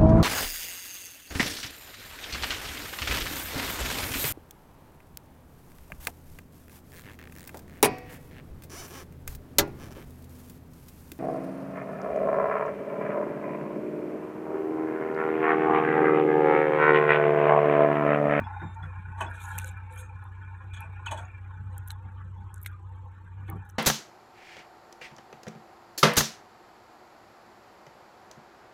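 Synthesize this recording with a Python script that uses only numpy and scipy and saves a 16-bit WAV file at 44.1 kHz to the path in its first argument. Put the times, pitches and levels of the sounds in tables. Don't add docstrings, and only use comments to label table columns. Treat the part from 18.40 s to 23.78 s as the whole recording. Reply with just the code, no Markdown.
import sys
import numpy as np
from scipy import signal
from scipy.io import wavfile
from scipy.ndimage import uniform_filter1d

SR = 44100
rng = np.random.default_rng(int(sys.argv[2]) if len(sys.argv) > 2 else 0)


def undo_db(level):
    steps = np.asarray(level, float) / 20
    return 10 ** steps


def unload_audio(sound):
    columns = np.transpose(np.atleast_2d(sound))
    steps = np.round(np.clip(columns, -1, 1) * 32767)
    wavfile.write(sys.argv[1], SR, steps.astype(np.int16))


N = 237390
T = np.arange(N) / SR

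# time in seconds, third order of the firing rate in Hz.
SPEED = [(0, 92.3), (1.55, 92.3), (1.62, 93.15), (2.8, 93.3), (4.25, 93.45), (4.35, 93.0), (4.93, 93.0),
         (4.99, 96.4), (5.2, 96.4), (5.25, 92.4), (5.38, 92.4)]
# time in seconds, level in dB.
HUM_LEVEL = [(0, -36.5), (.1, -42), (.7, -40.5), (.83, -39.5), (1.0, -41.5), (1.12, -39.5), (1.8, -43),
             (2.2, -42), (2.75, -40.5), (2.95, -41.5), (3.25, -39), (4.05, -40), (4.55, -42), (4.8, -50),
             (5.0, -40.5), (5.21, -40), (5.3, -47.5), (5.38, -50)]
# start in seconds, length in seconds, depth in dB.
LULLS = [(.375, 0.0089, 4), (.98, 0.012, 5.5), (1.42, 0.0074, 3), (1.53, 0.0089, 5), (1.67, 0.0099, 3.5),
         (2.19, 0.018, 4.5), (2.44, 0.011, 2.5), (2.9, .01, 6), (3.47, 0.0074, 3), (3.61, 0.012, 4),
         (3.72, 0.0061, 5.5), (4.13, 0.0082, 6.5), (4.23, 0.0036, 6.5), (4.38, 0.037, 4), (5.25, 0.01, 6)]
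# multiple of the firing rate, level in dB against the third order.
SIDE_ORDERS = [(.5, -30), (1, -27), (1.5, -31.5), (2.5, -33), (3.5, -16), (4, -40), (4.5, -25), (5, -52.5),
               (5.5, -50), (6, -46)]
LULL_DB_PER_S, SECOND_ORDER_DB, SECOND_LULL_SHARE = 129.5, -11.5, 0.23

# time in seconds, level in dB.
CLATTER_LEVEL = [(0, -42), (.4, -47.5), (.79, -50), (.88, -46), (.97, -50), (1.1, -46.5), (1.29, -49),
                 (1.7, -52), (1.84, -53), (2.4, -55.5), (2.79, -43), (2.92, -59.5), (3.07, -54.5),
                 (3.5, -54.5), (3.82, -61), (4.53, -68.5), (5.14, -54), (5.38, -60.5)]
# frequency in Hz, width in Hz, level in dB.
BLOCK_MODES = [(803, 68, -7), (842.7, 70, -5), (910, 21.4, -5.5), (1024, 57, -8.5)]
# frequency in Hz, width in Hz, level in dB.
HEAD_MODES = [(1321, 46, -5), (1454.6, 55, 1.5), (1662, 84, -1), (1839, 80, -10)]
# frequency in Hz, width in Hz, level in dB.
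COVER_MODES = [(2431, 27, 14), (2374, 120, 15), (2710, 77, -2), (3300, 86, -10), (3700, 170, -11)]
# frequency in Hz, width in Hz, level in dB.
PANEL_MODES = [(230, 51, -5), (319, 12, 6), (360, 30, 2)]
# frequency in Hz, width in Hz, level in dB.
DRUM_MODES = [(511.3, 9.3, 0)]
# start in seconds, length in seconds, extra level in dB.
BLOCK_SPELLS = [(.07, 0.097, 6), (.22, 0.09, 5), (.385, 0.036, 7.5), (.53, 0.029, 8), (.72, 0.09, 7),
                (1.0, 0.21, 6.5), (1.39, 0.15, 1.5), (1.7, 0.03, 4.5), (1.84, 0.056, 6), (1.97, 0.029, 1.5),
                (2.1, 0.032, 8), (2.21, 0.051, 5.5), (2.42, 0.02, 9.5), (2.6, 0.045, 1.5), (3.04, 0.16, 3),
                (3.29, 0.072, 5), (3.52, 0.038, 8), (3.66, 0.048, 8), (3.95, 0.13, 9.5), (4.13, 0.06, 8),
                (4.42, 0.021, 12.5), (4.5, 0.17, 16.5), (4.97, 0.06, 4), (5.27, 0.13, 5.5)]
# start in seconds, length in seconds, extra level in dB.
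HEAD_SPELLS = [(.06, 0.087, 1.2), (.21, 0.048, 1.8), (.42, 0.16, 2.9), (.66, 0.12, 2.7), (.92, 0.31, 9.1),
               (1.26, 0.14, 5.7), (1.56, 0.087, 5.8), (1.77, 0.1, 4.8), (1.93, 0.25, 5.3),
               (2.2, 0.041, 7.4), (2.35, 0.097, 10.6), (2.57, 0.013, 3.9), (2.9, 0.076, 9.4),
               (3.05, .15, 3.7), (3.37, 0.12, 3.5), (3.5, 0.025, 7.4), (3.69, 0.036, 7.6), (3.8, 0.056, 10),
               (4.13, 0.079, 11), (4.28, 0.023, 15.3), (4.73, 0.053, 7.8), (4.88, 0.038, 5.2),
               (5.17, 0.21, 6.3)]
# start in seconds, length in seconds, extra level in dB.
COVER_SPELLS = [(0, 0.027, 5), (.3, 0.078, 0), (.53, 0.49, 3), (.95, 0.38, 12.5), (1.3, 0.33, 10),
                (1.72, 0.05, 7.5), (1.97, 0.18, 8), (2.22, .08, 6), (2.37, 0.064, 18.5), (2.55, .1, 17),
                (2.7, 0.2, 21.5), (3.14, .04, 11), (4.3, 0.035, 12.5), (5.0, 0.19, 19.5)]
# start in seconds, length in seconds, extra level in dB.
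DRUM_SPELLS = [(.47, 0.035, 12), (.87, 0.017, 8.7), (1.12, 0.064, 16.6), (1.25, 0.041, 20.6),
               (1.52, 0.032, 17), (1.58, 0.046, 20), (1.71, 0.017, 13.6), (2.22, 0.023, 16.4),
               (2.76, 0.046, 6.3), (3.33, 0.066, 8), (4.62, 0.055, 6.3), (5.1, 0.013, 8.6)]
BLOCK_DB, HEAD_DB, DRUM_DB, SWELL_DB_PER_S = -5.5, -7, -72.5, 204
COVER_DB, COVER_FADE_DB_PER_S, BUZZ_DB_PER_S = -60.5, 5.5, 78
PANEL_DB, PANEL_FOLLOW = -67.5, 0.067

# frequency in Hz, level in dB per Hz.
FIZZ_SPECTRUM = [(4600, 0), (6200, -10.5), (7600, 0.5), (9300, -8), (10400, -4.5), (11800, -13.5),
                 (13000, -5.5), (15300, -14), (16000, -7.5)]
FIZZ_DB, FIZZ_PULSE = -86, 0.77
FIZZ_LAG = 0.091

# frequency in Hz, level in dB per Hz.
AIR_SPECTRUM = [(290, -29), (500, -9), (641, -44), (896, -0.5), (1200, -2), (1450, -10), (2030, -16.5),
                (2380, -20), (3480, -24.5), (4720, -38.5), (7750, -34.5), (9300, -60.5)]
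AIR_DB = -62.5
ECHO_S, ECHO_SWAY, ECHO = .0046, .04, .45

# start in seconds, length in seconds, peak in dB.
GUSTS = [(0, .02, -41.5), (.235, 0.041, -46), (.43, 0.05, -51.5), (.59, 0.015, -48.5), (.69, 0.015, -47.5),
         (.8, 0.047, -50), (1.15, 0.061, -52), (1.32, 0.034, -52), (2.39, 0.1, -54.5), (2.72, 0.12, -54.5),
         (3.17, 0.13, -51.5), (3.655, 0.033, -49.5), (3.78, 0.089, -51.5), (3.99, 0.025, -48.5),
         (4.3, 0.034, -67.5), (4.86, 0.016, -66), (5.02, 0.014, -48.5), (5.14, 0.016, -41),
         (5.215, 0.012, -54.5)]
# frequency in Hz, level in dB per Hz.
RUMBLE_SPECTRUM = [(12, -42), (32, -34.5), (42, -2), (86, 6.5), (108, 1.5), (123, -12.5), (435, -16.5),
                   (700, -29), (910, -53)]
RUMBLE_DB, CALM_DB, GUST_RISE_DB_PER_S, GUST_FALL_DB_PER_S = -58, -61, 327.5, 254.5
PORT_HZ, PORT_HZ_PER_DB = 135, 1.96

# start in seconds, frequency in Hz,
# level in dB, length in seconds.
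RINGS = [(.001, 212, -44.5, 0.043), (0.047, 2060, -66, 0.22), (0.224, 163, -33, 0.025),
         (0.212, 322, -45, 0.037), (.42, 146.7, -40.5, 0.037), (5.081, 320.8, -47, 0.054),
         (5.128, 258.4, -47.5, 0.04), (5.137, 411, -47, 0.027), (0.802, 1006, -26, 0.011),
         (0.802, 3020, -42, 0.018), (0.807, 2530, -43.5, 0.035), (0.821, 814, -39, 0.016),
         (0.833, 943, -42.5, 0.058), (0.84, 1450, -41, 0.012), (1.571, 3150, -59, .015),
         (1.573, 6560, -60, 0.058), (1.587, 7350, -66, 0.045), (1.604, 8200, -68, 0.047),
         (2.335, 3430, -53, 0.018), (2.367, 3320, -55, 0.019), (2.359, 6720, -60.5, 0.018),
         (2.413, 2493, -50, 0.03), (2.4, 5700, -76, 0.03), (2.413, 8850, -94, 0.031),
         (2.444, 665, -57, 0.025), (2.659, 1480, -30.5, 0.0076), (2.66, 6620, -42.5, 0.0095),
         (2.661, 3070, -37.5, 0.0093), (2.663, 933, -40, 0.03), (2.669, 2520, -39.5, 0.019),
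         (2.715, 910, -39, 0.044), (2.703, 643, -42, 0.046), (2.77, 3320, -49.5, 0.018),
         (2.771, 4460, -67, 0.021), (2.784, 970, -46, 0.011), (2.775, 1385, -49.5, 0.054),
         (2.792, 717, -52, 0.057), (2.846, 6720, -67, 0.02), (3.318, 4040, -73, 0.019),
         (3.32, 8400, -77, .03), (3.342, 6700, -86, 0.081), (3.522, 3450, -67, 0.021),
         (5.081, 2200, -52.5, 0.021), (5.087, 1830, -47, 0.013), (5.083, 785, -49.5, 0.066),
         (5.108, 1156, -48.5, 0.041), (5.165, 9900, -81, 0.0098), (2.66, 4440, -62, 0.02),
         (2.711, 4650, -53, 0.012), (5.358, 4000, -80, .02)]
RING_WIDTH_HZ, RING_RISE_S = 20.7, 0.0073

# start in seconds, level in dB, then thud, grit and dust in dB against it.
CRUNCHES = [(.002, -43, -20, -37, -51), (0.214, -41.5, -9.5, -52, -67), (0.429, -43, -15, -25, -28),
            (0.776, -41, -18, -22, -32), (.804, -30.5, -8, -17, -13), (0.845, -45, -3, -28, -44),
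            (2.332, -57, -27, 2.5, 1.5), (2.362, -54, -12, 1.5, -10), (2.452, -50.5, -14, -48, -36),
            (2.657, -40, -25, -5.5, -10.5), (2.709, -38, -5.5, -3, -4), (2.772, -46.5, -6, -8.5, -4),
            (2.826, -49.5, -11, -32, -22), (5.078, -50.5, -8, -9, -21), (5.114, -57, -3, -38, -60.5)]
HOLLOWS_HZ = [630, 910, 1130, 1480, 2510, 3000, 3350, 6650, 7700, 8600, 10100]
CRUNCH_T60_S = 0.23

# start in seconds, level in dB, frequency in Hz, length in seconds,
# upper ring in dB.
CHIRPS = [
    (0.039, -51.5, 3386, 0.034, -64.5),
    (0.425, -50.5, 3390, 0.032, -72),
    (0.864, -46, 3390, 0.026, -66),
]
CHIRP_RING_HZ = 5190
# time in seconds, frequency in Hz, level in dB, octave in dB.
SQUEAL = [(.12, 3665, -82, -100), (.168, 3680, -68, -100), (.188, 3685, -73, -95), (.208, 3645, -61, -90.5),
          (.24, 3685, -66, -78), (.295, 3605, -65, -74), (.345, 3610, -70, -82), (.362, 3610, -88, -102)]

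# start in seconds, length in seconds, level in dB,
# share of the low treble from 0 to 1.
BRUSHES = [(0.345, 0.0053, -64, 0.8), (0.78, 0.037, -62, 0.64), (0.876, .04, -81, 0.8),
           (0.9, 0.017, -62.5, 0), (0.945, 0.19, -57.5, 0.6), (1.002, 0.089, -49.5, 0.35),
           (1.101, 0.065, -51, .4), (1.177, 0.055, -51, 0.5), (1.26, 0.032, -48.5, 0.43),
           (1.306, 0.017, -64, 0.4), (1.514, 0.032, -63.5, 1), (1.526, 0.065, -59.5, 0.08),
           (1.588, 0.029, -49.5, 0.15), (1.613, 0.041, -68, 0.3), (2.406, 0.013, -61, 0),
           (2.416, 0.036, -69.5, 0.7), (2.683, 0.14, -72, 0.84), (3.314, 0.092, -78.5, 0.7),
           (3.372, 0.033, -74, 0.5), (3.476, 0.0062, -55, 0.2), (3.503, 0.017, -53, 0.3),
           (4.14, 0.048, -77, 1), (4.218, 0.04, -67, 0.2), (4.263, 0.01, -45, 0.33),
           (5.076, 0.009, -70, 0.7), (5.1, 0.013, -70, 0.2), (5.25, 0.012, -75, 0.2),
           (5.294, 0.0086, -56, 0.24)]
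# frequency in Hz, level in dB per Hz.
STALK_SPECTRUM = [(1590, -22.5), (2700, -5), (3870, 0.5), (4810, -28), (6300, -3.5), (8500, 3.5),
                  (10300, 1), (16200, -25)]
STILL_DB, STILL_FADE_DB_PER_S, STILL_SHARE = -82.5, 3, 0.93
BRUSH_RISE_DB_PER_S, BRUSH_FALL_DB_PER_S = 2600, 2397
BRUSH_SWELL_SHARE, BRUSH_TAIL_SHARE = 0.18, 0.35

# start in seconds, peak in dB, ring in Hz, knock in dB, knock in Hz.
SNAPS = [(1.036, -44, 11450, -70, 1870), (1.182, -21.5, 10330, -33, 2200), (1.1873, -16, 7730, -27, 2620),
         (1.1974, -39.5, 10500, -37, 2360), (1.2182, -40, 9900, -44.5, 2400),
         (1.2454, -26.5, 7030, -41, 2310), (1.2787, -36, 10000, -48, 2380), (1.292, -38, 7900, -53, 2430),
         (1.576, -41, 6940, -62, 3050), (2.406, -35.5, 12450, -57, 2330), (3.505, -37, 6030, -30.5, 4010),
         (3.5163, -37, 11940, -44, 3700), (4.248, -51, 13440, -44.5, 2280),
         (4.2617, -25, 12800, -25.5, 2100), (4.2644, -43, 7100, -36, 3660), (4.2705, -50, 8150, -45, 2180),
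         (4.2737, -40, 12800, -49, 2300), (5.1, -29.5, 12200, -57, 2200)]
# start in seconds, peak in dB, ring in Hz.
TICKS = [(1.272, -45, 7530), (1.3142, -44, 11300), (1.3757, -56, 10100), (1.5258, -45, 8120),
         (1.5387, -47.5, 10100), (1.5616, -46, 10550), (1.8407, -51.5, 10230), (3.3808, -27, 10900),
         (3.4001, -66, 7060), (3.477, -32, 13500), (3.484, -34, 13100), (4.1426, -31.5, 8400),
         (4.16, -41, 7300), (4.1807, -43, 7640), (4.216, -41, 11900), (4.2294, -34, 13100),
         (4.2335, -33.5, 12300), (4.2914, -61, 13600), (4.1495, -61, 12900), (4.316, -58, 12900),
         (1.1854, -23, 12100), (1.2555, -47.5, 13500), (1.2778, -39, 13270), (1.2435, -35, 10800),
         (1.581, -39, 11170), (3.4465, -67, 12740), (3.4845, -41, 6500), (3.5055, -33.5, 10450),
         (3.5185, -41, 8500), (4.163, -54, 10800), (4.1775, -54, 11000), (4.206, -59, 13000),
         (4.243, -53, 13600), (4.286, -67, 12700), (5.082, -54, 10530), (5.158, -60, 9000),
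         (5.168, -60, 12350), (5.27, -57, 14900), (5.293, -44.5, 12700), (5.252, -58, 11800),
         (5.299, -35.5, 5880), (5.309, -55, 13500)]
TICK_KNOCK_DB, TICK_KNOCK_HZ, SNAP_T60_S, STOUT_T60_S = -34, 2200, 0.0035, 0.0029


def evened(x):
    return x / np.sqrt(np.mean(x ** 2) + 1e-20)


def curves(rows, t=T):
    s, *columns = np.transpose(rows)
    return [np.interp(t, s, c) for c in columns]


def add(mix, s, sound):
    part = mix[round(s * SR):][:len(sound)]
    part += sound[:len(part)]


def band(x, lo_hz, hi_hz, order=3):
    edges = [lo_hz, min(hi_hz, SR / 2.1)]
    return signal.sosfilt(signal.butter(order, edges, "band", fs=SR, output="sos"), x)


def resonate(x, hz, width):
    b, a = signal.iirpeak(hz, hz / width, SR)
    return signal.lfilter(b, a, signal.lfilter(b, a, x))


def glide(x, hz, width):
    turn = np.exp(2j * np.pi * np.cumsum(hz) / SR)
    r = np.exp(-np.pi * width / SR)
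    return (turn * signal.lfilter([1], np.convolve([1, -r], [1, -r]), x / turn)).real


def wander(seconds):
    size = max(round(seconds * SR), 1)
    return evened(uniform_filter1d(uniform_filter1d(rng.standard_normal(N), size), size))


def shaped(spectrum, patchy_db, size=512, streak_db=0.):
    frames, hz = 4 * N // size + 5, np.fft.rfftfreq(size, 1 / SR)
    a, b, patches, streaks = rng.standard_normal((frames, len(hz), 4)).T
    patches = evened(uniform_filter1d(uniform_filter1d(patches, size=8, axis=0), size=10, axis=1))
    streaks = evened(uniform_filter1d(uniform_filter1d(streaks, size=2, axis=0), size=14, axis=1))
    f, db = np.transpose(spectrum)
    colour_db = np.interp(np.log(hz + 1), np.log(f + 1), db, left=-100, right=-100)
    level_db = colour_db[:, None] + patchy_db * patches + streak_db * np.clip(streaks - 1, 0, 1.5)
    z = (a + 1j * b) * undo_db(level_db)
    return evened(signal.istft(z, nperseg=size, noverlap=3 * size // 4)[1][:N])


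def spells(rows, rest_db, rise, fall):
    t = T[::16]
    s, length, db = np.transpose(rows)[:3, :, None]
    shapes = db - rise * np.maximum(s - t, 0) - fall * np.maximum(t - s - length, 0)
    shapes = np.vstack([shapes, (rest_db + 0 * T)[::16]])
    return np.interp(T, t, shapes.max(0)), np.repeat(shapes.argmax(0), 16)[:N]


def firings():
    return np.cumsum(curves(SPEED)[0]) / SR / 3


def exhaust(turns):
    lull_db = spells(LULLS, 0, LULL_DB_PER_S, LULL_DB_PER_S)[0]
    third_db = curves(HUM_LEVEL)[0] + 1 - lull_db
    second_db = third_db + SECOND_ORDER_DB + (1 - SECOND_LULL_SHARE) * lull_db
    flutter, sway = wander(.012), wander(.06)
    hum = undo_db(third_db + 1.1 * flutter + .7 * sway) * np.cos(2 * np.pi * 3 * turns + .22 * sway)
    hum += undo_db(second_db + 1.1 * flutter + 1.1 * sway) * np.cos(2 * np.pi * 2 * turns + 1 + .15 * sway)
    for order, db in SIDE_ORDERS:
        level = undo_db(third_db + db + 0.28 * wander(0.11))
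        hum += level * np.cos(2 * np.pi * order * turns + wander(0.59))
    return np.sqrt(2) * hum


def knocks(turns):
    chance_db = 2.0 * np.clip(rng.standard_normal(400), -2, 2)
    cylinder_db = chance_db[turns.astype(int)] - 3.0 * (turns // 1 % 2)
    puff = undo_db(cylinder_db) * 1.1 * np.exp(-(turns % 1) / .3)
    return (.8 + puff) * rng.standard_normal(N)


def clatter(turns):
    knock = knocks(turns)
    base_db = curves(CLATTER_LEVEL)[0]
    block_db = base_db + BLOCK_DB + spells(BLOCK_SPELLS, 0, SWELL_DB_PER_S, SWELL_DB_PER_S)[0]
    head_db = base_db + HEAD_DB + spells(HEAD_SPELLS, 0, SWELL_DB_PER_S, SWELL_DB_PER_S)[0]
    buzz_db = spells(COVER_SPELLS, 0, BUZZ_DB_PER_S, BUZZ_DB_PER_S)[0]
    cover_db = COVER_DB - COVER_FADE_DB_PER_S * T + buzz_db
    panel_db = PANEL_DB + PANEL_FOLLOW * (base_db - base_db.mean())
    drum_db = DRUM_DB + spells(DRUM_SPELLS, 0, 4 * SWELL_DB_PER_S, 4 * SWELL_DB_PER_S)[0]
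    parts = ((BLOCK_MODES, block_db), (HEAD_MODES, head_db), (COVER_MODES, cover_db),
             (PANEL_MODES, panel_db), (DRUM_MODES, drum_db))
    out = np.zeros(N)
    for modes, level_db in parts:
        ring = np.zeros(N)
        for k, (hz, width, db) in enumerate(modes):
            waver = 1 + .01 * wander(.09)
            fade_db = 1.5 * np.clip(wander(0.06), -2, 1.6)
            sign = (-1) ** k
            ring += sign * undo_db(db + fade_db) * evened(glide(knock, hz * waver, 1.92 * width))
        out += undo_db(level_db) * evened(ring)
    return out


def fizz(turns):
    since = (turns - FIZZ_LAG) % 1
    pulse = evened(since * np.exp(-since / 0.072)) * undo_db(2.0 * wander(.03))
    hiss = shaped(FIZZ_SPECTRUM, patchy_db=2.5, size=256, streak_db=7)
    return undo_db(FIZZ_DB) * evened(hiss * (1 + FIZZ_PULSE * pulse))


def field_air(turns):
    throb = 1 + 0.072 * np.cos(2 * np.pi * (turns - 2 * FIZZ_LAG))
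    return undo_db(AIR_DB + 2.5) * shaped(AIR_SPECTRUM, patchy_db=2.5, streak_db=9.5) * throb


def ground(x):
    lag = ECHO_S * (1 + ECHO_SWAY * wander(.15)) * SR
    echo = np.interp(np.arange(N) - lag, np.arange(N), x)
    return (x + ECHO * echo) / np.sqrt(1 + ECHO ** 2)


def suppress(x, over_db, depth_db):
    z = signal.stft(x, nperseg=1024, noverlap=768)[2]
    power = uniform_filter1d(uniform_filter1d(abs(z) ** 2, size=5, axis=-1), size=3, axis=-2)
    level_db = 10 * np.log10(power + 1e-20)
    usual_db = uniform_filter1d(level_db, size=60, axis=-1)
    shut = np.clip(.5 - (level_db - usual_db) / over_db, 0, 1)
    return signal.istft(z * undo_db(-depth_db * shut), nperseg=1024, noverlap=768)[1][..., :N]


def wind():
    rest_db = CALM_DB + 2.0 * wander(0.009)
    level_db = spells(GUSTS, rest_db, GUST_RISE_DB_PER_S, GUST_FALL_DB_PER_S)[0]
    hz = PORT_HZ + PORT_HZ_PER_DB * np.maximum(level_db - CALM_DB - 7.0, 0)
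    turn = np.exp(2j * np.pi * np.cumsum(hz) / SR)
    a, b = signal.sosfilt(signal.butter(2, 45, fs=SR, output="sos"), rng.standard_normal((2, N)))
    thumps = evened(((a + 1j * b) * turn).real)
    return undo_db(level_db) * thumps + undo_db(RUMBLE_DB) * shaped(RUMBLE_SPECTRUM, patchy_db=1.0, size=2048)


def rings():
    out, t = np.zeros(N), T[:SR // 4]
    slow = signal.butter(4, 140, fs=SR, output="sos")
    for s, hz, db, length in RINGS:
        drift, flutter = signal.sosfilt(slow, rng.standard_normal((2, len(t))))
        wavering_hz = hz + (RING_WIDTH_HZ + 0.016 * hz) * evened(drift)
        tone = np.sqrt(2) * np.sin(2 * np.pi * np.cumsum(wavering_hz) / SR)
        level_db = db + 3.42 * evened(flutter) - 5.9 * (t / length) ** 2
        rise = np.minimum(t / (RING_RISE_S + 2 / hz), 1)
        add(out, s, tone * undo_db(level_db) * rise)
    return out


def crunches():
    out, t = np.zeros(N), T[:SR // 4]
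    for s, mid_db, *others_db in CRUNCHES:
        low_db, presence_db, treble_db = mid_db + np.array(others_db)
        # level in dB, low edge in Hz, high edge in Hz, speed of decay, rise in seconds.
        bands = ((low_db, 190, 760, .7, .012),
                 (mid_db, 750, 1900, 1, .004),
                 (presence_db, 2000, 4000, 1.2, .003),
                 (treble_db, 5800, 9000, 1.6, .005),
                 (treble_db - 8.5, 9600, 12000, 2.3, .005),
                 (treble_db - 18, 12000, 15400, 3.2, .005))
        for db, lo, hi, quick, rise in bands:
            noise, grit = rng.standard_normal((2, len(t)))
            hollows = sum(evened(resonate(noise, hz, 60 + 0.03 * hz)) for hz in HOLLOWS_HZ if lo < hz < hi)
            sound = evened(0.9 * hollows + evened(band(noise, lo, hi, order=4)))
            sound = sound * undo_db(2.0 * evened(uniform_filter1d(grit, size=200)))
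            decay_db = -60 * t * quick / CRUNCH_T60_S
            add(out, s, sound * undo_db(db + decay_db) * np.minimum(t / rise, 1))
    return out


def linkage():
    out = np.zeros(N)
    for s, db, hz, length, ring_db in CHIRPS:
        t = T[:round(2 * length * SR)]
        shake = 1 + 0.66 * np.cos(2 * np.pi * 65 * t)
        chirp = undo_db(db - 21 * (t / length) ** 2) * np.sin(2 * np.pi * hz * t)
        ring = undo_db(ring_db - 9 * t / length) * np.sin(2 * np.pi * CHIRP_RING_HZ * t) * shake
        add(out, s, (chirp + ring) * signal.windows.tukey(len(t), .12))
    hz, db, octave_db = curves(SQUEAL)
    turn = 2 * np.pi * np.cumsum(hz + 10 * wander(0.013)) / SR
    on = uniform_filter1d(1. * (T > SQUEAL[0][0]) * (T < SQUEAL[-1][0]), size=600)
    squeal = undo_db(db) * np.sin(turn) + undo_db(octave_db) * np.sin(2 * turn)
    return out + on * np.sqrt(2) * undo_db(2.5 * wander(.008)) * squeal


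def rustle():
    cracks = undo_db(1.9 * rng.exponential(1, N)) * (rng.random(N) < 500 / SR)
    grain = signal.lfilter([1], [1, -.96], cracks)
    hiss = evened(shaped(STALK_SPECTRUM, patchy_db=3.0, streak_db=8) * (1 + .45 * evened(grain)))
    length = np.array(BRUSHES)[:, 1:2]
    rise = 1 / (1 / BRUSH_RISE_DB_PER_S + BRUSH_SWELL_SHARE * length / 30)
    fall = 1 / (1 / BRUSH_FALL_DB_PER_S + BRUSH_TAIL_SHARE * length / 30)
    level_db, row = spells(BRUSHES, STILL_DB - STILL_FADE_DB_PER_S * T, rise, fall)
    shares = np.array([r[3] for r in BRUSHES] + [STILL_SHARE])
    share = np.clip(uniform_filter1d(shares[row], size=1300), 0, 1)
    dull = band(hiss, 2570, 10500, order=2)
    crisp = band(hiss, 8700, 22000, order=2)
    return undo_db(level_db) * np.sqrt(2) * (np.sqrt(share) * dull + np.sqrt(1 - share) * crisp)


def snaps():
    out, t = np.zeros(N), T[:1000]
    rise = np.minimum(t / 0.0003, 1)
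    ticks = [(*r, r[1] + TICK_KNOCK_DB, TICK_KNOCK_HZ) for r in TICKS]
    for s, peak_db, hz, knock_db, knock_hz in SNAPS + ticks:
        t60 = SNAP_T60_S + STOUT_T60_S * np.clip(0.5 + (knock_db - peak_db) / 4, 0, 1)
        fall_db = -60 * t / np.clip(t60, .002, .014)
        noise = rng.standard_normal(len(t))
        bright = .7 * evened(band(noise, 6200, 15500)) + np.sin(2 * np.pi * hz * t + .7 * noise)
        tick = band(undo_db(peak_db + 2 + fall_db) * bright * rise, .7 * hz, min(1.4 * hz, 16300))
        tick += undo_db(peak_db - 24 + fall_db) * evened(band(noise, 5200, 15500)) * rise
        knock = np.sin(2 * np.pi * knock_hz * t) + 0.41 * evened(band(noise, 1300, 5000))
        add(out, s - .0004, tick + undo_db(knock_db + 0.5 + 0.38 * fall_db) * knock * rise)
    return out


def scene():
    turns = firings()
    steady = clatter(turns) + field_air(turns)
    engine = exhaust(turns) + fizz(turns) + linkage()
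    near = wind() + rings() + crunches() + rustle() + snaps()
    return (engine + near + suppress(ground(steady), over_db=8, depth_db=4))[None]


def low_pass(x):
    return signal.sosfilt(signal.butter(12, 16500, fs=SR, output="sos"), x)


def record(dry):
    notched = signal.lfilter(*signal.iirnotch(4850, 4.5, SR), dry)
    notched = 0.59 * signal.lfilter(*signal.iirnotch(9350, 12.0, SR), notched) + 0.42 * notched
    heard = signal.sosfilt(signal.cheby1(10, .5, 15480, fs=SR, output="sos"), notched)
    heard = heard + undo_db(-16.5) * band(notched, 15700, 16500)
    return low_pass(heard)


dry = scene()
out = record(dry)
unload_audio(out)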